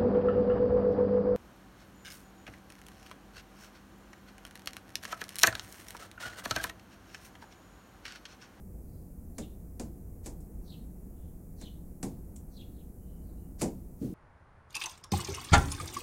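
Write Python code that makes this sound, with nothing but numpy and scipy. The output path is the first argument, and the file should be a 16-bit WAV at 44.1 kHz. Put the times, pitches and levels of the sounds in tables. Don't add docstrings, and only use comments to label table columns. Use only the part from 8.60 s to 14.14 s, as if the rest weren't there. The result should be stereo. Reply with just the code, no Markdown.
import sys
import numpy as np
from scipy import signal
from scipy.fft import rfft, irfft, next_fast_len
from scipy.io import wavfile
from scipy.ndimage import map_coordinates

SR = 44100
rng = np.random.default_rng(int(sys.argv[2]) if len(sys.argv) > 2 else 0)


def materialize(psi):
    bounded = np.clip(np.atleast_2d(psi).T, -1, 1)
    quanta = np.round(bounded * 32767).astype(np.int16)
    wavfile.write(sys.argv[1], SR, quanta)


N = 244297

# frequency_hz, relative_db
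RUMBLE_SPECTRUM = [(12, -10), (20, -4), (43, -2.5), (90, -4), (112, -15), (173, -7.5), (293, -17.5),
                   (332, -18.5), (427, -23.5), (474, -23), (561, -29), (721, -30.5), (967, -39),
                   (2480, -52), (3000, -59.5), (3900, -72), (6600, -120)]
HISS_SPECTRUM = [(1000, -29), (2500, -30), (3800, -18), (5200, -11.5), (7000, -4.5), (9000, -2),
                 (12000, 1.5), (16000, 0.5)]
GRIT_SPECTRUM = [(1000, -17), (3500, -7), (6000, 8), (8000, 16.5), (10500, 5), (15000, -8)]
JOIST_SPECTRUM = [(70, -6.5), (130, 0.5), (190, -1), (330, -3.5), (600, -33.5), (1500, -45)]
SCUFF_SPECTRUM = [(500, -8), (2000, -5), (3200, -10), (6500, 0), (9000, -4), (15000, -16)]
SLAP_SPECTRUM = [(150, -58), (600, 3), (1200, -4), (1700, -3), (2300, -2), (3200, -9), (4600, -5),
                 (5600, -2.5), (7200, 3.5), (8800, -1.5), (11000, -8.5), (13000, -16), (16000, -25)]
# frequency_hz, correlation
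RUMBLE_CORRELATION = [(60, 0.98), (130, 0.97), (290, 0.9), (640, 0.65), (1410, 0.14), (3100, 0),
                      (6820, 0.6), (15000, -0.02)]
# frequency_hz, t60_s
TREE_DECAY = [(2000, 0.28), (7000, 0.45)]
WALL_DECAY = [(200, 0.19), (1500, 0.2), (7000, 0.19), (15000, 0.17)]
# centre_s, pitch_hz, swell_s, level_db, quaver_fraction
FAR_CALLS = [(.34, 4550, 0.096, -75, .1), (2.61, 3290, 0.087, -75, 0.12), (4.5, 3010, 0.11, -76.5, 0.0336),
             (4.48, 3790, 0.035, -77, 0.072), (4.66, 4500, 0.049, -77, 0.071),
             (4.68, 3880, 0.016, -73, .05), (4.77, 3920, 0.012, -75, .06), (4.82, 2880, 0.077, -80, 0.0277)]
# start_s, level_db, gain_before_break_db
NEAR_CHIRPS = [(.722, -55, -8), (2.027, -54, 0.5), (2.958, -51.5, 0), (3.899, -53, 0), (4.092, -67.5, -2)]
# elapsed_s, pitch_hz, relative_db
CHIRP_CONTOUR = [(0, 4700, -40), (.025, 4420, -21), (.052, 4080, -13), (.07, 4083, -4), (.083, 3864, -1.5),
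                 (.09, 2988, -20), (.096, 3210, -3.5), (.105, 3850, -3), (.114, 3200, -2.5),
                 (.125, 2844, -9.5), (.14, 2650, -29)]
# start_s, level_db, t60_s
GRIT_CLICKS = [(1.805, -62.5, 0.082), (3.76, -50, 0.0075), (3.7638, -40.5, 0.0093)]
# frequency_hz, bandwidth_hz, relative_db
THUD_MODES = [(178.6, 26, 0.5), (237.4, 37.7, 2.5), (338.6, 50, -2)]
KNOCK_MODES = [(440, 76, 0), (565, 99, -1.5), (694, 102, -3), (827, 115, -4.5), (950, 190, -10)]
# start_s, thud_db, knock_db, joist_db, rise_s, hold_s, cutoff_hz
FOOTFALLS = [(0.7824, -38.5, -46, -41.5, .003, 0.016, 810), (1.1962, -38, -45, -43, .002, 0.012, 1600),
             (1.658, -43, -48, -45.5, .005, .01, 1240), (3.0134, -50, -56, -52.5, 0.0044, 0.011, 905),
             (3.429, -35.5, -43.5, -37.5, .002, 0.018, 1190), (5.014, -28, -35.5, -33, 0.006, .026, 910),
             (5.413, -35, -45, -35.5, 0.0046, 0.0081, 423), (5.442, -35, -54, -47, 0.0041, 0.012, 420)]
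# peak_s, level_db, swell_s
SOLE_DRAGS = [(1.654, -57, 0.015), (3.008, -63.5, 0.022), (5.011, -46.5, 0.017), (5.44, -63, 0.042)]
# start_s, level_db, tilt_db_per_octave
SOLE_CONTACTS = [(0.7829, -35, 0), (1.1964, -36, .7), (1.66, -39, 2.5), (1.666, -39.5, 2.5),
                 (3.0133, -45.5, -1), (3.021, -49.5, -1.5), (3.4288, -33, 0), (3.436, -39.5, 11),
                 (5.013, -32, -3), (5.0182, -26.5, 0.5), (5.027, -35, 4)]
# frequency_hz, left_minus_right_db
STEP_BALANCE = [(500, .5), (1500, 1.5), (3000, 3), (5000, 8), (6300, 4), (7800, -1.5), (10500, -8),
                (15000, -4)]

WARBLE_HZ, WARBLE_DEPTH, RASP_DEPTH, CHIRP_BREAK_S = 150, 0.06, 0.068, 0.09
UPPER_RATIO, UPPER_DB, UPPER_PEAK_S, UPPER_SWELL_S = 1.36, -17.5, 0.044, 0.032
THUD_T60_S, KNOCK_T60_S, JOIST_T60_S = 0.24, 0.25, 0.63
SLAP_HOLD_S, SLAP_T60_S = 0.0019, 0.016
SCATTER_DB, SCATTER_T60_S = -8, 0.053
TOP_HZ = 15850


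def amp(db):
    return 10 ** (np.asarray(db) / 20)


def unit(x):
    return x / np.sqrt(np.mean(x ** 2) + 1e-20)


def along(points, hz):
    frequencies, values = np.transpose(points)
    return np.interp(np.log(hz + 1), np.log(frequencies + 1), values)


def since(start_s):
    return np.arange(N) / SR - start_s


def fade(t, t60):
    return (t >= 0) * np.exp(-np.log(1000) * np.abs(t) / t60)


def held(t, hold, t60):
    return (t >= 0) * fade(np.maximum(t - hold, 0), t60)


def swell(t, width):
    return np.exp(-(t / width) ** 2)


def wobble(rate):
    return map_coordinates(rng.standard_normal(int(N * rate / SR) + 4), [np.arange(N) * rate / SR])


def filtered(x, response):
    n = x.shape[-1]
    padded = next_fast_len(n + SR // 10, real=True)
    return irfft(rfft(x, padded) * response(np.fft.rfftfreq(padded, 1 / SR)), padded)[..., :n]


def noise(spectrum, channels=1):
    return unit(filtered(rng.standard_normal((channels, N)), lambda hz: amp(along(spectrum, hz))))


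def burst(carrier, envelope):
    return unit(carrier * envelope) * np.sqrt(np.mean(envelope ** 2))


def reverberation(x, decay, correlation, delay_s):
    hz, t, spectra = signal.stft(rng.standard_normal((2, SR // 2)), SR, nperseg=256)
    mid, side = signal.istft(spectra * fade(t, along(decay, hz)[:, None]), SR)[1]
    side = side * np.tan(np.arccos(np.clip(correlation, 0, 1)) / 2)
    tail = np.array([mid + side, mid - side]) * (np.arange(len(mid)) / SR > delay_s)
    return signal.fftconvolve(np.atleast_2d(x), tail / np.linalg.norm(tail[0]), axes=1)[:, :N]


def background():
    def mid_side_gains(hz):
        angle = np.arccos(np.clip(along(RUMBLE_CORRELATION, hz), -1, 1)) / 2
        return np.array([np.cos(angle), np.sin(angle)])
    mid, side = filtered(noise(RUMBLE_SPECTRUM, channels=2), mid_side_gains)
    rumble = amp(-45.5 + 0.62 * wobble(3.18)) * unit(np.array([mid + side, mid - side]))
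    hum = amp(-56 + 1.6 * wobble(0.86)) * unit(np.sin(2 * np.pi * 53.8 * since(0) + 0.24 * wobble(3.2)))
    hiss = amp(-62) * noise(HISS_SPECTRUM, channels=2)
    return rumble + hum + hiss


def far_birds():
    song = np.zeros(N)
    for centre_s, pitch_hz, swell_s, level_db, quaver in FAR_CALLS:
        phase = 2 * np.pi * np.cumsum(pitch_hz * (1 + quaver * wobble(430))) / SR
        song += amp(level_db) * swell(since(centre_s), swell_s) * np.sin(phase)
    return reverberation(song, TREE_DECAY, correlation=0.33, delay_s=0.0024)


def near_bird():
    song = np.zeros(N)
    elapsed_s, pitch_hz, contour_db = np.transpose(CHIRP_CONTOUR)
    warble = WARBLE_DEPTH * np.sin(2 * np.pi * WARBLE_HZ * since(0) + wobble(40))
    rasp = RASP_DEPTH * wobble(1500)
    flutter_db = 2.6 * wobble(250)
    for start_s, level_db, opening_db in NEAR_CHIRPS:
        t = since(start_s)
        phase = 2 * np.pi * np.cumsum(np.interp(t, elapsed_s, pitch_hz) * (1 + warble + rasp)) / SR
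        envelope = amp(np.interp(t, elapsed_s, contour_db) + flutter_db) * (t > 0) * (t < elapsed_s[-1])
        lower = envelope * (np.sin(phase) + amp(-15.5) * np.sin(2 * phase))
        upper = amp(UPPER_DB) * swell(t - UPPER_PEAK_S, UPPER_SWELL_S) * np.sin(UPPER_RATIO * phase)
        song += amp(level_db + opening_db * (t < CHIRP_BREAK_S)) * (lower + upper)
    trees = reverberation(song, TREE_DECAY, correlation=0.036, delay_s=0.0013)
    return song * amp([[1.5], [-4]]) + trees * amp([[1], [-1]])


def grit():
    envelope = sum(amp(level_db) * fade(since(start_s), t60) for start_s, level_db, t60 in GRIT_CLICKS)
    clicks = noise(GRIT_SPECTRUM) * envelope
    return clicks + amp(-1) * reverberation(clicks, WALL_DECAY, correlation=0.23, delay_s=0.0034)


def modal_noise(modes):
    def response(hz):
        return sum((-1) ** k * amp(db) * 1j * hz * width / (centre ** 2 - hz ** 2 + 1j * hz * width)
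                   for k, (centre, width, db) in enumerate(modes))
    return filtered(rng.standard_normal((2, N)), response)


def deck():
    thud, knock, joists = modal_noise(THUD_MODES), modal_noise(KNOCK_MODES), noise(JOIST_SPECTRUM)
    out = np.zeros((2, N))
    for start_s, thud_db, knock_db, joist_db, rise_s, hold_s, cutoff_hz in FOOTFALLS:
        t = since(start_s)
        lowpass = signal.butter(3, cutoff_hz, fs=SR, output="sos")
        onset = 1 - np.exp(-np.maximum(t, 0) / rise_s)
        for ringing, level_db, t60, side_db in [(thud, thud_db, THUD_T60_S, -18.5),
                                                (knock, knock_db, KNOCK_T60_S, -13.5)]:
            mid, side = signal.sosfilt(lowpass, ringing)
            envelope = amp(level_db) * onset * held(t, hold_s, t60)
            out += burst(mid, envelope) + amp(side_db) * burst(side, envelope) * [[1], [-1]]
        out += burst(joists, amp(joist_db) * onset * fade(t, JOIST_T60_S))
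    return out


def scuffs():
    envelope = sum(amp(level_db) * swell(since(peak_s), width) for peak_s, level_db, width in SOLE_DRAGS)
    return noise(SCUFF_SPECTRUM, channels=2) * envelope


def slaps():
    out = np.zeros((2, N))
    length, lead = SR // 3, 100
    t = (np.arange(length) - lead) / SR
    for start_s, level_db, tilt in SOLE_CONTACTS:
        colour = lambda hz: amp(along(SLAP_SPECTRUM, hz) + tilt * np.log2((hz + 500) / 6000))
        carriers = filtered(rng.standard_normal((3, length)), colour)
        envelope = amp(level_db) * held(t, SLAP_HOLD_S, SLAP_T60_S)
        direct = burst(carriers[0], envelope)
        scatter = burst(carriers[1:], amp(level_db + SCATTER_DB) * fade(t, SCATTER_T60_S))
        pulse = unit(filtered(signal.unit_impulse(length, lead), colour)) * np.sqrt(np.mean(envelope ** 2))
        walls = reverberation(pulse, WALL_DECAY, correlation=0.063, delay_s=0.0023)[:, :length]
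        first = int(start_s * SR) - lead
        out[:, first:first + length] += amp(-5.5) * direct + scatter + amp(-3) * walls
    return out


def scene():
    steps = scuffs() + slaps() + grit() + deck()
    steps = filtered(steps, lambda hz: amp(along(STEP_BALANCE, hz) * np.array([[0.5], [-0.5]])))
    return steps + near_bird() + far_birds() + background() * amp([[0.25], [-0.25]])


def record(dry):
    return filtered(dry, lambda hz: hz < TOP_HZ)


dry = scene()
out = record(dry)
materialize(out)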